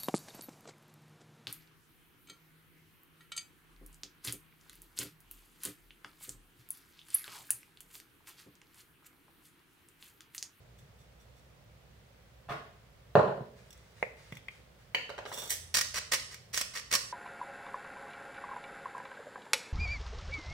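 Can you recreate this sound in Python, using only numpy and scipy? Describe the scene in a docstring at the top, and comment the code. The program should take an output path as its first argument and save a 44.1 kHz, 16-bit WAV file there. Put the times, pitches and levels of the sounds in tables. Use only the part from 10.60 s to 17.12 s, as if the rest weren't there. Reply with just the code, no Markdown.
"""A kitchen counter, heard by a phone above it, over a steady ventilation rumble.
First a bracelet jingles faintly as a shaker is used. A cupboard door rubs open and bangs shut,
and the shaker is set down. Next the cap snaps off a glass spice grinder, lands on the counter
and wobbles to rest. The jar is turned over and its grains slide down, while a low hum comes and goes.
Last, the grinder is twisted to and fro over a bowl, and its teeth crack the grains."""
import sys
import numpy as np
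from scipy import signal
from scipy.fft import rfft, irfft
from scipy.io import wavfile

SR = 44100
rng = np.random.default_rng(int(sys.argv[2]) if len(sys.argv) > 2 else 0)


def unload_audio(sound):
    """Save the sound as a 16-bit wav file, at the path given as the first command line argument."""
    columns = np.transpose(np.atleast_2d(sound))
    # keep every value between -1 and 1, then stretch to whole-number steps
    steps = np.round(np.clip(columns, -1, 1) * 32767)
    wavfile.write(sys.argv[1], SR, steps.astype(np.int16))


N = 287752
TIME = np.arange(N) / SR
FFT_SIZE = 360000  # longer than the sound, to leave room for echoes
HZ = np.arange(FFT_SIZE // 2 + 1) * SR / FFT_SIZE

# Levels are relative: scene() sets the final mix.
# Tone curves: how strong a sound is from bass to treble. Each row: frequency in Hz, level in dB.
AIR_TONE = [(15, -71.5), (25, -46), (43, -9.5), (64, 6), (80, -8.5), (114, 2.5), (293, -20), (516, -13),
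            (887, -21.5), (2050, -24), (3160, -28), (3430, -28.5), (4140, -31.5), (13200, -40.5),
            (16000, -36)]
RUB_TONE = [(200, -31), (900, -2.5), (2000, 0), (3500, -5), (8000, -11.5), (16000, -25)]
BUMP_TONE = [(40, -33), (130, 9.5), (220, -1.5), (330, -9), (550, -23), (1000, -13), (4000, -60)]
HINGE_TONE = [(200, 3.5), (1100, 15), (2000, 8), (3000, 0.5), (5000, -10), (7000, -15.5), (16000, -24)]
DOOR_TONE = [(40, -49), (85, -1.5), (135, 10), (200, -1.5), (290, -16), (500, 1.5), (830, 1), (1100, -1),
             (1500, -12.5), (2200, -25), (4400, -36), (6000, -46.5), (9500, -50.5), (11000, -64),
             (16000, -62.5)]
SNAP_TONE = [(300, -46.5), (1100, -13.5), (1650, -9.5), (2020, 4.5), (2450, 0.5), (2850, -9.5), (3200, -2),
             (3800, -25), (6500, -31.5), (16000, -45)]
CAP_CLACK_TONE = [(300, -15.5), (1200, -10), (1900, 1), (2450, -0.5), (3050, 0), (3400, -25), (3900, -12.5),
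                  (4500, -12.5), (5100, -25), (6000, -22.5), (7000, -18), (8500, -31), (16000, -31)]
SLIDE_TONE = [(200, -26.5), (600, -9.5), (1450, -16.5), (1800, 0.5), (2100, -3.5), (2550, -9), (3300, -5),
              (4400, -9.5), (6000, 0), (7000, -6.5), (7700, -0.5), (9000, -5.5), (13000, -8), (16000, -12)]
GRINDER_TONE = [(100, -16.5), (210, -14), (310, -22), (520, -8.5), (800, -19), (1100, -6.5), (1500, -7.5),
                (2400, -4.5), (3600, -8.5), (5000, -6), (7500, -6), (9500, -9.5), (10500, -13.5),
                (16000, -17.5)]

# The notes a thing rings at when hit. Each row: frequency in Hz, width in Hz, level in dB.
BRACELET_NOTES = [(3240, 110, -5), (3520, 200, 8), (4460, 260, -2), (5640, 290, 3), (6230, 220, 0),
                  (7530, 640, -1), (8900, 700, -9), (10700, 610, -12), (13300, 820, -8.5),
                  (15100, 900, -14.5)]
CAP_AIR_NOTES = [(194, 82, -1.5), (484, 110, 5.5), (620, 340, -20)]  # the air under the cap
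CAP_KNOCK_NOTES = [(570, 220, 2), (885, 440, 0.5), (1330, 72, -6)]
CAP_RIM_NOTES = [(2600, 30, -6), (2950, 40, 3), (3130, 50, 1), (4440, 100, 12.5), (6600, 20, 4)]
GRINDER_NOTES = [(1046, 250, -8), (1870, 113, 4.5), (2900, 290, -14), (4600, 350, -5.5), (5490, 280, 3)]
# The door panel's notes. Each row: frequency in Hz, level in dB, seconds to fade by 60 dB.
PANEL_NOTES = [(141.8, 16, 0.32), (165.3, 6.5, 0.36), (189.8, 1, 0.9), (417, 2.5, 0.93), (470, -8, 0.65),
               (550, -5, 0.64), (533, -11, .55), (608, -5, .55), (712, -22.5, 0.88), (818, -10.5, .45),
               (919, -31, .45), (1031, -32, 0.58), (1084, 13.5, 0.47), (1160, -28.5, 0.52)]

# Sounds that swell and fade. Each row: start in seconds, length in seconds, level in dB.
HUM_SWELLS = [(4.87, 0.12, -54)]
FINGER_RUBS = [(2.955, 0.037, -66.5), (3.05, 0.37, -72.5), (3.36, 0.097, -69.5), (3.56, .19, -65.5),
               (3.9, 0.05, -66), (4.18, 0.052, -71.5)]  # the grip shifts on shaker, jar and cap
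JINGLES = [(.175, 0.02, -70), (.38, 0.023, -69), (.595, 0.017, -70), (.755, .035, -72),
           (4.665, 0.033, -55.5), (4.72, .05, -49.5), (4.77, 0.09, -47), (4.885, 0.026, -48)]  # four shakes, then the jar is turned over
HINGE_RUBS = [(1.882, 0.043, -41)]
GRAIN_SLIDES = [(4.893, 0.03, -30)]

# Short hits. Each row: start in seconds, level in dB, contact time in seconds.
LINK_TICKS = [(3.106, -53.5, 0.0016), (3.128, -54.5, .003), (3.177, -63.5, .002), (3.723, -57, 0.0023),
              (3.753, -56.5, 0.0016), (3.771, -55.5, 0.0019)]  # bracelet links
SOFT_BUMPS = [(2.779, -29, 0.0024), (2.808, -28, 0.0023), (2.822, -38, 0.0035), (3.723, -35, 0.00096),
              (3.768, -45.5, 0.0027)]  # shaker and jar
DOOR_HITS = [(1.889, -38.5, 0.015), (1.905, -38, 0.017), (1.919, -37.5, 0.0058), (2.554, -11.5, 0.0018),
             (2.559, -22, 0.0055), (2.574, -22.5, 0.0012), (2.592, -21, 0.0028), (2.679, -28.5, 0.0017)]  # pulled open, slammed, rattling in its frame
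CAP_LANDING = [(4.347, -24.5, 0.0022), (4.351, -27, 0.0016)]
# The cap is pulled off. Each row: the same three, then its hollow pop in dB relative to the snap.
CAP_SNAPS = [(3.4269, -24, 0.00065, 5), (3.7237, -36, 0.0043, -6), (3.753, -56, 0.0023, -3),
             (3.769, -42.5, 0.0025, -21), (3.8838, -32, 0.0021, -22.5)]

# Grinder twists, hard forward and lightly back in turn.
# Each row: start in seconds, length in seconds, level in dB, treble change in dB.
GRINDER_TWISTS = [(5.14, 0.048, -30.5, 1), (5.339, 0.048, -31.5, -12), (5.513, 0.042, -28, -7),
                  (5.71, 0.031, -48, -13), (5.928, .09, -42.5, 5.5), (6.134, 0.061, -39, -15),
                  (6.306, 0.059, -31.5, -5)]
# The biggest grains burst. Each row: start in seconds, level in dB.
GRAIN_CRACKS = [(5.1419, -28), (5.1696, -24), (5.186, -26), (5.2109, -24), (5.5204, -26.5), (5.536, -24.5),
                (5.743, -42.5), (5.943, -33.5), (5.9755, -26), (6.012, -27), (6.326, -24), (6.337, -23.5),
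                (6.3518, -22)]

# The kitchen's echo. Each row: frequency in Hz, seconds to fade by 60 dB.
ROOM_FADE = [(100, 0.19), (400, 0.62), (1000, 0.47), (2500, 0.52), (6000, 0.6), (10000, 0.45),
             (16000, 0.33)]
# How the phone's two microphones differ. Each row: frequency in Hz, left minus right in dB.
MIC_BALANCE = [(100, -1.5), (500, -4.5), (1200, 1.5), (2400, 3), (3100, -5), (3700, -6), (4500, -8),
               (6000, -4.5), (7500, -2), (11000, -3), (13000, -7), (16000, -4)]


def gain(db):
    """Turn decibels into a number to multiply by."""
    return 10 ** (np.asarray(db) / 20)


def read_curve(points, hz):
    """Read between (Hz, value) points, giving each octave equal space."""
    freqs, values = np.transpose(points)
    return np.interp(np.log(hz + 1), np.log(freqs), values)


def keep_power(response):
    """Scale a filter so that white noise comes out as strong as it went in."""
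    return response / np.sqrt(np.mean(abs(response) ** 2))


def through(sound, response):
    """Pass a sound through a filter, given as its response at each frequency."""
    return irfft(rfft(sound, FFT_SIZE) * response)[..., :N]


def tone(points):
    """A filter that follows a tone curve."""
    cepstrum = irfft(np.log(gain(read_curve(points, HZ))))
    cepstrum[FFT_SIZE // 2:] = 0  # so nothing sounds before the hit that causes it
    return keep_power(np.exp(2 * rfft(cepstrum)))


def ring(notes):
    """A filter that rings at the given notes; narrow ones ring longer."""
    return keep_power(sum(gain(db) * width * 1j * HZ / (hz ** 2 - HZ ** 2 + 1j * width * HZ)
                          for hz, width, db in notes))


def ringing_tone(points, notes, notes_db):
    """A tone curve on which a few ringing notes stand out."""
    return keep_power(tone(points) * (1 + gain(notes_db) * ring(notes)))


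def cushion(hz):
    """A slightly soft contact loses the treble above this frequency."""
    return 1 / (1 + np.sqrt(2) * 1j * HZ / hz - (HZ / hz) ** 2)


def crackle(samples, per_s, spread_db):
    """Tiny random clicks of very uneven size, with an average power of one."""
    sizes = gain(spread_db * np.minimum(rng.exponential(size=samples), 4))
    clicks = rng.standard_normal(samples) * sizes * (rng.random(samples) < per_s / SR)
    return clicks / np.sqrt(np.mean(clicks ** 2) + 1e-12)


def swells(rows, attack_s, release_s):
    """Loudness over time: each row builds up, then dies away once its length is over."""
    return sum(gain(db) * np.clip((TIME - start) / attack_s, 0, 1)
               * np.exp(-np.maximum(TIME - start - length, 0) / release_s)
               for start, length, db in rows)


def hits(rows, chatter):
    """Each hit is one sharp push, then a dying chatter of smaller ones."""
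    spread_s = 0.004  # a hit's level is its energy spread over this time
    force, t = np.zeros(N + SR), TIME[:SR // 20]
    for start, db, contact_s in rows:
        push = crackle(len(t), per_s=16000, spread_db=0.63) * np.exp(-t / contact_s)
        push *= chatter / np.linalg.norm(push)
        push[0] += 1
        at = int(start * SR)
        force[at:at + len(t)] += push / np.linalg.norm(push) * gain(db) * np.sqrt(spread_s * SR)
    return force[:N]


def air():
    """Ventilation rumbles, alike on both sides, under thin hiss; a low hum comes and goes."""
    level_db, hum_hz = -59, 84.0
    alike = 1 / (1 + (HZ / 500) ** 2)
    curve = keep_power(gain(read_curve(AIR_TONE, HZ)))
    rumble = through(rng.standard_normal(N), curve * np.sqrt(alike))
    hiss = through(rng.standard_normal((2, N)), curve * np.sqrt(2 * (1 - alike)))
    hum = np.sqrt(2) * np.sin(2 * np.pi * hum_hz * TIME)
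    return gain(level_db) * (rumble + hiss) + hum * swells(HUM_SWELLS, attack_s=0.14, release_s=0.49)


def wall_echo():
    """The kitchen's echo: each octave fades at its own rate, and the bass is alike on both sides."""
    t, tail = TIME[:SR], 0
    edges = np.append(0, SR / 2 / 2. ** np.arange(8)[::-1])
    hz = np.arange(SR // 2 + 1)
    own, shared = rfft(rng.standard_normal((2, SR))), rfft(rng.standard_normal(SR))
    alike = 1 / (1 + (hz / 600) ** 4)
    noise = np.sqrt(alike) * shared + np.sqrt(1 - alike) * own
    for low, high in zip(edges, edges[1:]):
        band = irfft(noise * (hz >= low) * (hz < high), SR)
        tail = tail + band * 1000. ** (-t / read_curve(ROOM_FADE, (low + high) / 2))
    fade_in = 1 - np.exp(-t / 0.0018)
    return keep_power(rfft(tail * fade_in, FFT_SIZE))


def near_path(echo_db, fade_s):
    """Sound reaches each microphone directly, then bounces off bowl, counter and cupboards."""
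    t = TIME[:SR // 10]
    centres = np.geomspace(2600, 15000, num=6) * rng.uniform(.8, 1.2, (2, 6))
    poles = [np.prod([hz ** 2 - HZ ** 2 + 1j * HZ * hz / 10 for hz in mic], axis=0) for mic in centres]
    direct = np.conj(poles) / poles  # bending round the phone delays the treble a little
    echoes = rng.standard_normal((2, len(t))) * np.exp(-t / fade_s) * (t > .001)
    bass_cut = 1j * HZ / (700 + 1j * HZ)  # these surfaces are too small to throw back bass
    return keep_power(direct + gain(echo_db) * keep_power(rfft(echoes, FFT_SIZE)) * bass_cut)


def fingers():
    """Skin rubs over glass and plastic in tiny slips."""
    slips = crackle(N, per_s=7000, spread_db=1.5)
    return through(slips * swells(FINGER_RUBS, attack_s=0.009, release_s=0.039), tone(RUB_TONE))


def bracelet():
    """Links jostle and tick as the wrist moves."""
    jostle = crackle(N, per_s=5000, spread_db=4.1) * swells(JINGLES, attack_s=0.011, release_s=0.026)
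    return through(jostle + hits(LINK_TICKS, chatter=1.0), ring(BRACELET_NOTES))


def bumps():
    """The shaker and the jar bump with soft, low thuds."""
    return through(hits(SOFT_BUMPS, chatter=0.55), tone(BUMP_TONE))


def cupboard():
    """The door rubs open on its hinge, then slams and bounces; its panel rings on."""
    knocks = through(hits(DOOR_HITS, chatter=1.0), tone(DOOR_TONE))
    rub = crackle(N, per_s=1500, spread_db=2.4) * swells(HINGE_RUBS, attack_s=0.018, release_s=.005)
    hinge = through(rub, tone(HINGE_TONE))
    notes = [(hz, np.log(1000) / np.pi / fade_s, db) for hz, db, fade_s in PANEL_NOTES]
    panel = through(hits(DOOR_HITS, chatter=0), ring(notes) * cushion(hz=1400))
    return knocks + hinge, panel


def cap_off():
    """The plastic cap snaps over its ridge, and the air under it pops."""
    snap = hits([row[:3] for row in CAP_SNAPS], chatter=0.81)
    pop = hits([(s, db + pop_db, contact_s) for s, db, contact_s, pop_db in CAP_SNAPS], chatter=0.62)
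    return through(snap, tone(SNAP_TONE)) + through(pop, ring(CAP_AIR_NOTES) * cushion(hz=1290))


def wobble(count):
    """The hits of a settling cap: ever closer and softer, fading mostly near the end."""
    rows, start = [], 4.501
    first_gap_s, gap_ratio = .086, .86
    first_db, loss_db = -39, 15
    for k in range(count):
        db = first_db - loss_db * (k / (count - 1)) ** 4
        contact_s = 0.0017 * 1.5 ** k
        edge_touch = (start - 0.0076, db - 1.5, contact_s)  # the edge lands just before each knock
        rows += [edge_touch, (start, db, contact_s)]
        start += first_gap_s * gap_ratio ** k
    return rows


def cap_down():
    """The cap lands with a flat clack that rings its rim, then wobbles to rest with dull knocks."""
    knocks = hits(wobble(count=7), chatter=1.9) + gain(-14) * hits(CAP_LANDING, chatter=1.0)
    clack = hits(CAP_LANDING, chatter=0.87)
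    return (through(knocks, ring(CAP_KNOCK_NOTES) * cushion(hz=5760)),
            through(clack, ringing_tone(CAP_CLACK_TONE, CAP_RIM_NOTES, notes_db=-12.5)))


def sliding_grains():
    """Grains tumble down the glass as the jar is turned over."""
    ticks = crackle(N, per_s=6000, spread_db=3.3)
    return through(ticks * swells(GRAIN_SLIDES, attack_s=0.012, release_s=0.02), tone(SLIDE_TONE))


def catching_grains(per_s, crumble_s, depth):
    """The load on the grinder's teeth jumps as a small grain catches and falls as it crumbles."""
    jumps = rng.random(N) < per_s / SR
    load = signal.lfilter([1], [1, -np.exp(-1 / (crumble_s * SR))], jumps)
    return np.sqrt(1 - depth + depth * load / load.mean())


def grinder(spot_count):
    """Twists drag grit through the teeth; grains burst and ring the housing. One sound per spot."""
    grit = crackle(N, per_s=5000, spread_db=4.1)
    grit *= catching_grains(per_s=164, crumble_s=0.0046, depth=0.8)
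    dull = signal.sosfilt(signal.butter(1, 5000, fs=SR, output="sos"), grit)
    treble = grit - dull
    burst_s = 0.0027
    force = hits([(start, db, burst_s) for start, db in GRAIN_CRACKS], chatter=3.4)
    for start, length, db, treble_db in GRINDER_TWISTS:
        twist = swells([(start, length, db)], attack_s=0.004, release_s=0.0048)
        force += twist * (dull + gain(treble_db) * treble)
    # each tiny push happens at one random spot on the teeth
    at_spot = rng.integers(spot_count, size=N) == np.arange(spot_count)[:, None]
    return through(force * at_spot, ringing_tone(GRINDER_TONE, GRINDER_NOTES, notes_db=-10.5))


def scene():
    """Mix the sounds, heard from three spots near the phone and by way of the kitchen walls."""
    walls = wall_echo()
    spots = [near_path(echo_db=-2, fade_s=.006) for _ in range(3)]

    def place(sound, spot, db, room_db):
        """Put a sound at one spot and add the room's echo."""
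        return gain(db) * through(sound, spot + gain(room_db) * walls)

    door, panel = cupboard()
    cap_knocks, cap_clack = cap_down()
    thuds = bumps()
    grinding = sum(place(sound, spot, db=1.5, room_db=-7)
                   for sound, spot in zip(grinder(len(spots)), spots))
    return (place(door, spots[0], db=1.5, room_db=2.0) + gain(-2.5) * panel
            + place(thuds, spots[0], db=-4.5, room_db=-6)
            + place(bracelet(), spots[1], db=3, room_db=-7.5)
            + place(fingers(), spots[1], db=0.5, room_db=0)
            + place(cap_off(), spots[1], db=-3.0, room_db=-12)
            + place(cap_knocks, spots[2], db=3.0, room_db=-2.5)
            + place(cap_clack, spots[2], db=-1, room_db=-2.5)
            + place(sliding_grains(), spots[2], db=-1, room_db=-6.0)
            + grinding + air())


def record(dry):
    """Each of the phone's two microphones has its own tone; the highest treble is cut steeply."""
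    lean_db = read_curve(MIC_BALANCE, HZ) / 2
    stereo = through(dry, gain([lean_db, -lean_db]))
    top_hz = 15750
    return signal.sosfilt(signal.ellip(10, .2, 70, top_hz, fs=SR, output="sos"), stereo)


dry = scene()
out = record(dry)
unload_audio(out)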